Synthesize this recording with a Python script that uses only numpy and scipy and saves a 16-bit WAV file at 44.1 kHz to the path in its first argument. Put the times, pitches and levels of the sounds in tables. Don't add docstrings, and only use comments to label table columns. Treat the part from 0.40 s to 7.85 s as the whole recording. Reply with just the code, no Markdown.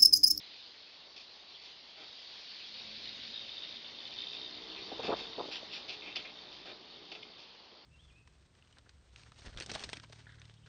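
import sys
import numpy as np
from scipy import signal
from scipy.fft import rfft, irfft
from scipy.io import wavfile
from scipy.ndimage import uniform_filter1d

SR = 44100
rng = np.random.default_rng(int(sys.argv[2]) if len(sys.argv) > 2 else 0)


def materialize(psi):
    bounded = np.clip(np.atleast_2d(psi).T, -1, 1)
    quanta = np.round(bounded * 32767).astype(np.int16)
    wavfile.write(sys.argv[1], SR, quanta)


N = 328545

# f/Hz, level/dB
ROAR_COLOUR = [(15, -36.5), (30, -15.5), (55, -5), (150, -7.5), (220, -2.5), (310, 0), (500, 1), (760, 1.5),
               (1100, -0.5), (1500, -7), (2200, -9.5), (2900, -24.5), (4800, -68)]
# t/s of the crest, half-width/s, level/dB
WIND_SWELLS = [(4.96, 0.96, -57.5), (4.7, 0.052, -47)]
# f/Hz, level/dB
RUMBLE_COLOUR = [(15, -34.5), (35, -3.5), (65, -4), (150, -2), (300, 0), (600, -10.5), (2000, -44)]
# f/Hz, level/dB
HISS_COLOUR = [(820, -49.5), (1400, -16), (1900, -10.5), (2490, -6.5), (2850, -4.5), (3550, -.5),
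               (4070, -1), (4420, 0), (4820, -2.5), (5310, -10), (6180, -21.5), (7180, -35), (9330, -73)]
# t/s, relative level/dB
HISS_LEVEL = [(0.0, -55.5), (0.54, -59), (1.45, -58), (2.0, -53.5), (2.75, -52), (3.78, -55), (4.65, -53.5),
              (5.23, -55.5), (6.4, -60), (7.25, -61.5), (7.45, -64)]
RUSTLE_EDGES_HZ = [0, 1800, 2300, 2700, 3100, 3500, 3900, 4300, 4700, 5200, 5800, 9000]
# t/s, length/s, level/dB, upper edge f/Hz
BUFFETS = [(4.515, 0.023, -42, 880), (4.594, 0.0102, -37, 1020), (4.645, .012, -41.5, 1150),
           (4.681, .033, -32.5, 920), (4.715, 0.028, -32.5, 1420), (4.749, .016, -55, 1200),
           (4.81, .011, -47.5, 750), (4.98, .011, -37.5, 840), (4.995, 0.019, -36, 1100),
           (5.016, 0.047, -48.5, 1130), (5.083, 0.0085, -43, 856), (5.228, 0.0068, -46, 710),
           (5.669, 0.018, -57, 450), (7.321, 0.013, -59.5, 410), (7.383, 0.0134, -70, 380)]
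# f/Hz, level/dB
BUFFET_COLOUR = [(60, -47), (120, -22), (220, -5.5), (320, -3.5), (415, 2.5), (500, 0.5), (620, -2.5),
                 (740, -4), (950, -7), (1320, -8), (2500, -17.5)]

# t/s, firing rate/Hz
FIRING_RATE = [(0, 28), (1.3, 29), (1.8, 43), (2.2, 51), (2.6, 55.6), (3.6, 59.2), (3.95, 61.2),
               (4.6, 66.3), (5.2, 62), (5.5, 60.3), (6.2, 61.4), (7.45, 60.4)]
# multiple of the firing rate, level/dB
BOOM_TONES = [(2, -12), (4, -4), (10, -6)]
# multiple of the firing rate, level/dB
WHIRR_TONES = [(3, -12), (5, -6), (6, -6.5), (7, -4), (13, -18)]
# t/s, level/dB
WHIRR_LEVEL = [(0, -94), (3.4, -70), (3.95, -61.5), (4.5, -52.5), (5.4, -63), (6.1, -63.5), (6.8, -60),
               (6.98, -65), (7.45, -68)]
# f/Hz, nominal width/Hz, level/dB
MANIFOLD_MODES = [(3629, 290, 1.5), (3116, 100, -3.5), (2680, 100, -11.5), (4500, 160, -12.5)]
# t/s, level/dB
TICK_LEVEL = [(0, -79), (1.6, -80), (1.73, -57.5), (2.15, -62.5), (2.42, -51.5), (2.52, -60.5), (2.65, -51),
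              (2.85, -56.5), (3.2, -50.5), (3.4, -54.5), (3.9, -49.5), (4.15, -58), (4.75, -51.5),
              (5.2, -60), (5.9, -56.5), (6.5, -64), (6.8, -64.5), (7.0, -55.5), (7.45, -67)]
# t/s, peak level/dB
SPITS = [(2.382, -38.5), (2.565, -37.5), (2.674, -36), (2.902, -39.5), (3.092, -35), (3.18, -35),
         (3.234, -34), (3.249, -34.5), (3.368, -35.5), (3.587, -36), (3.603, -37), (3.653, -34),
         (3.786, -30), (3.804, -31.5), (3.819, -32.5), (3.837, -33), (3.869, -31), (3.967, -34),
         (3.984, -36.5)]

# f/Hz, nominal width/Hz, level/dB
BIN_HARD_MODES = [(2155, 190, -4), (2460, 170, 1.5), (2620, 200, 4.5), (2983, 420, -4.5), (3504, 340, 2.5),
                  (4520, 510, -0.5), (5110, 360, -5)]
# f/Hz, nominal width/Hz, level/dB
BIN_BODY_MODES = [(198, 100, 5.5), (397, 160, 12.5), (640, 380, 11), (763, 240, 6), (1220, 1100, 4)]
# f/Hz, level/dB
CRACK_COLOUR = [(500, -23.5), (1600, -18), (2400, 1.5), (3600, 1.5), (5000, -1), (6200, -15.5), (7200, -48)]
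# t/s, level/dB, clatter length/s, then the relative
# second wheel/dB, body boom/dB, treble tilt/dB, dry crack/dB
BUMPS = [(0.761, -49, 0.02, -3, -16, 3, -1), (1.213, -55, .064, -6, -30, 1.5, -12),
         (1.567, -59, 0.044, 1, -0.5, -2, -7), (3.922, -50.5, 0.043, -12, -22, 1, -20),
         (4.36, -49.5, 0.037, -20, -34, -5, -2), (4.629, -43, 0.044, -8, -4.5, -0.5, -13),
         (4.76, -46.5, 0.044, -3, -27, 2, -14), (5.482, -42, 0.03, -5, -13.5, -0.5, 5),
         (5.626, -51.5, 0.066, 0, -12.5, -9, -6), (5.757, -36, 0.012, -10, -13, -2, 3),
         (5.846, -48.5, 0.022, -7.5, -11, -9.5, -9), (6.254, -53, 0.031, -0.5, 0.5, -3, -1),
         (6.716, -45.5, .011, -4.5, -4, -3, -1), (6.98, -57, 0.031, -2, -25, 2.5, -3)]
# t/s, peak level/dB, treble tilt/dB
CLACKS = [(5.6218, -36, -9), (5.662, -38, -5), (5.7545, -34, -4), (5.7583, -28, 1), (5.766, -27.5, -0.5),
          (5.854, -38, -8), (6.717, -33.5, 1), (6.722, -43, 4), (6.7507, -37, -5), (6.8275, -39.5, -4),
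          (6.8312, -36.5, -5)]
# t/s of the hardest rub, build-up/s, dying away/s, level/dB
SCRAPES = [(5.119, 0.0046, 0.014, -42.5), (5.159, 0.016, 0.015, -40.5), (5.352, 0.026, 0.024, -42.5)]
# f/Hz, level/dB
SCRAPE_COLOUR = [(400, -22), (1700, -9), (2200, -7), (2550, 6.5), (2950, 1), (3500, 3), (4100, -0.5),
                 (5100, -1.5), (5700, -8), (6400, -39), (7300, -23.5)]

TIME = np.arange(N) / SR


def undb(db):
    return 10 ** (np.asarray(db) / 20)


def unit(x):
    return x / np.sqrt(np.mean(x ** 2) + 1e-30)


def curve(table):
    return np.interp(TIME, *np.transpose(table))


def add(out, s, x):
    i = max(int(s * SR), 0)
    out[i:i + len(x)] += x[:max(N - i, 0)]


def waver(rate_hz):
    hold = max(int(SR / rate_hz), 1)
    steps = np.repeat(rng.standard_normal(N // hold + 1), hold)
    return unit(uniform_filter1d(uniform_filter1d(steps, hold), hold)[:N])


def colour(x, points):
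    hz, db = np.transpose(points)
    f = np.maximum(np.fft.rfftfreq(len(x), 1 / SR), 1)
    return irfft(rfft(x) * undb(np.interp(np.log(f), np.log(hz), db)), len(x))


def tilt(x, bright_db):
    return colour(x, [(2500, -bright_db), (5000, bright_db)])


def ring(x, modes):
    out = 0
    for hz, width, db in modes:
        b, a = signal.iirpeak(hz, hz / (0.8 * width), fs=SR)
        out = out + undb(db) * signal.lfilter(b, a, signal.lfilter(b, a, x))
    return out


def puffs(pulses, decay_s):
    return rng.standard_normal(N) * signal.lfilter([1], [1, -np.exp(-1 / (decay_s * SR))], pulses)


def street_echo(x, echo_db, decay_s=.2):
    t = np.arange(SR // 2) / SR
    tail = rng.standard_normal(len(t)) * undb(-60 * t / decay_s) * (1 - np.exp(-t / 0.002))
    return x + undb(echo_db) * signal.fftconvolve(x, tail / np.linalg.norm(tail))[:N]


def roar(calm_db=-66.5, flutter_db=1.86, gust_flutter_db=-5.0, thud_db=-55.5):
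    swell_power = sum(undb(db) ** 2 / (1 + ((TIME - s) / width) ** 2) for s, width, db in WIND_SWELLS)
    wind = np.sqrt(undb(calm_db) ** 2 + swell_power)
    gust = wind / wind.max()
    flutter = undb((flutter_db + gust_flutter_db * gust) * waver(70))
    air = unit(colour(rng.standard_normal(N), ROAR_COLOUR)) * wind * flutter
    thud = unit(colour(rng.standard_normal(N), RUMBLE_COLOUR) * undb(0.5 * waver(60)))
    return air + thud * undb(thud_db) * gust ** 1.5


def hiss(grain_db=0.64, rustle_db=1.8, gain_db=4):
    grains = rng.standard_normal(N) * undb(grain_db * waver(640))
    spectrum, hz = rfft(colour(grains, HISS_COLOUR)), np.fft.rfftfreq(N, 1 / SR)
    rustle = np.zeros(N)
    for low, high in zip(RUSTLE_EDGES_HZ, RUSTLE_EDGES_HZ[1:]):
        band = irfft(spectrum * ((hz >= low) & (hz < high)), N)
        rustle += band * undb(rustle_db * waver(30))
    return unit(rustle) * undb(curve(HISS_LEVEL) + gain_db)


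def buffets(fade_share=0.15, low_cut_hz=100):
    out = np.zeros(N)
    air = colour(rng.standard_normal(N), BUFFET_COLOUR)
    for s, length, db, top_hz in BUFFETS:
        i, n = int(s * SR), int(length * SR)
        low_pass = signal.butter(6, top_hz, fs=SR, output="sos")
        swirl = signal.sosfilt(low_pass, air[i - SR // 20:i + n])[-n:]
        add(out, s, undb(db) * unit(swirl * signal.windows.tukey(n, fade_share)))
    return signal.sosfilt(signal.butter(1, low_cut_hz, "high", fs=SR, output="sos"), out)


def engine_drone(firing_hz, cycles, cruise_hz=61, pipe_firing_hz=55, pipe_width_hz=2.4, waver_db=3.5):
    singing = 1 / (1 + ((firing_hz - pipe_firing_hz) / pipe_width_hz) ** 2)
    boom_db = -70.5 + 0.64 * (firing_hz - cruise_hz)
    out = unit(colour(rng.standard_normal(N), RUMBLE_COLOUR)) * undb(boom_db + 10.5 * singing)
    for tones, level_db in ((BOOM_TONES, boom_db + 15.5 * singing), (WHIRR_TONES, curve(WHIRR_LEVEL))):
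        for multiple, db in tones:
            gain = undb(level_db + db + waver_db * waver(25))
            phase = 2 * np.pi * (multiple * cycles + rng.random())
            blur = .6 * waver(30)
            out += gain * np.sin(phase + blur)
    return out


def exhaust_ticks(cycles, scatter_db=-0.8, gas_share=0.75, surge_db=-1.9, spit_gap_s=.009):
    firings = np.flatnonzero(np.diff(cycles.astype(int)))
    pulses = np.zeros(N)
    pulses[firings] = undb(scatter_db * np.clip(rng.standard_normal(len(firings)), -2, 2))
    for s, _ in SPITS:
        pulses[int((s - spit_gap_s) * SR):int((s + spit_gap_s) * SR)] = 0
    gas = puffs(pulses, decay_s=.0022)
    out = unit(ring(unit(pulses) + gas_share * unit(gas), MANIFOLD_MODES))
    out *= undb(curve(TICK_LEVEL) + surge_db * waver(12))
    spit = ring(signal.unit_impulse(SR // 50), MANIFOLD_MODES)
    for s, db in SPITS:
        add(out, s, undb(db) * spit / np.abs(spit).max())
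    return out


def turn_away(ticks, middle_s=2.85, length_s=0.76, drop_hz=179.7, scatter_hz=48):
    turn_left = np.clip(.5 - (TIME - middle_s) / length_s, 0, 1)
    shift_hz = drop_hz * turn_left + scatter_hz * waver(60)
    return np.real(signal.hilbert(ticks) * np.exp(2j * np.pi * np.cumsum(shift_hz) / SR))


def van(unevenness=.012, bend_s=6.9, fade_db_per_s=43):
    firing_hz = curve(FIRING_RATE)
    cycles = np.cumsum(firing_hz * (1 + unevenness * waver(50))) / SR
    drone = engine_drone(firing_hz, cycles)
    ticks = turn_away(exhaust_ticks(cycles))
    fade = undb(-fade_db_per_s * np.maximum(TIME - bend_s, 0))
    return fade * (drone + street_echo(ticks, echo_db=-9))


def grit(start_s=1.5, end_s=6.9, grains_per_s=300, level_db=-60, spread_db=-1.5, patchy_db=3.0):
    progress = np.clip((TIME - start_s) / (end_s - start_s), 0, 1)
    speed = np.sqrt(np.abs(np.sin(np.pi * progress)))
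    hits = rng.random(N) < grains_per_s / SR
    grains = hits * undb(spread_db * np.minimum(rng.exponential(size=N), 2))
    crunch = puffs(grains, decay_s=.0007) * speed * undb(patchy_db * waver(11))
    return undb(level_db) * unit(colour(crunch, HISS_COLOUR))


def scrapes(grain_db=1.5):
    pressure = np.zeros(N)
    for s, rise, fall, db in SCRAPES:
        width = np.where(TIME < s, rise, fall)
        pressure += undb(db) * np.exp(-((TIME - s) / width) ** 2 / 2)
    rasp = rng.standard_normal(N) * undb(grain_db * waver(500))
    return pressure * unit(colour(rasp, SCRAPE_COLOUR))


def squeak(length_s=.09, pitch_hz=3350, waver_hz=130, rough_db=3, level_db=-59):
    n = int(length_s * SR)
    phase = 2 * np.pi * np.cumsum(pitch_hz + waver_hz * waver(600)[:n]) / SR
    note = np.sin(phase) * undb(rough_db * waver(150)[:n]) * signal.windows.hann(n)
    return undb(level_db) * unit(note)


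def clatter(length_s, boom_db, bright_db, crack_db, grain_db=1.5, rise_s=0.00085, release_s=.008):
    t = np.arange(SR // 5) / SR
    strength, ring_noise, crack_noise = rng.standard_normal((3, len(t)))
    force = undb(grain_db * np.repeat(strength, SR // 1000)[:len(t)])
    force *= (1 - np.exp(-t / rise_s)) * np.exp(-np.maximum(t - length_s, 0) / release_s)
    ringing = unit(ring(force * ring_noise, BIN_HARD_MODES))
    crack = undb(crack_db) * unit(colour(force * crack_noise, CRACK_COLOUR))
    boom = undb(boom_db) * unit(ring(force * ring_noise, BIN_BODY_MODES))
    return np.sqrt(length_s / t[-1]) * (unit(tilt(ringing + crack, bright_db)) + boom)


def clack(bright_db, ring_db=-1, contact_s=.0005, top_hz=5600):
    t = np.arange(SR // 20) / SR
    force = rng.standard_normal(len(t)) * t * np.exp(-t / contact_s)
    hit = unit(colour(force, CRACK_COLOUR)) + undb(ring_db) * unit(ring(force, BIN_HARD_MODES))
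    hit = tilt(hit, bright_db) * (1 - t / t[-1])
    hit = signal.sosfilt(signal.butter(6, top_hz, fs=SR, output="sos"), hit)
    return hit / np.abs(hit).max()


def wheeled_bin(squeak_s=1.115, wheel_lag_s=.034):
    out = grit() + scrapes()
    add(out, squeak_s, squeak())
    for s, db, length, second_db, boom_db, bright_db, crack_db in BUMPS:
        add(out, s, undb(db) * clatter(length, boom_db, bright_db, crack_db))
        add(out, s + wheel_lag_s, undb(db + second_db) * clatter(length, boom_db, bright_db, crack_db))
    for s, db, bright_db in CLACKS:
        add(out, s, undb(db) * clack(bright_db))
    return street_echo(out, echo_db=-7)


def scene():
    return (roar() + hiss() + wheeled_bin() + buffets() + van())[None, :]


def record(dry, top_hz=7150):
    return signal.sosfilt(signal.ellip(8, .2, 70, top_hz, fs=SR, output="sos"), dry)


dry = scene()
out = record(dry)
materialize(out)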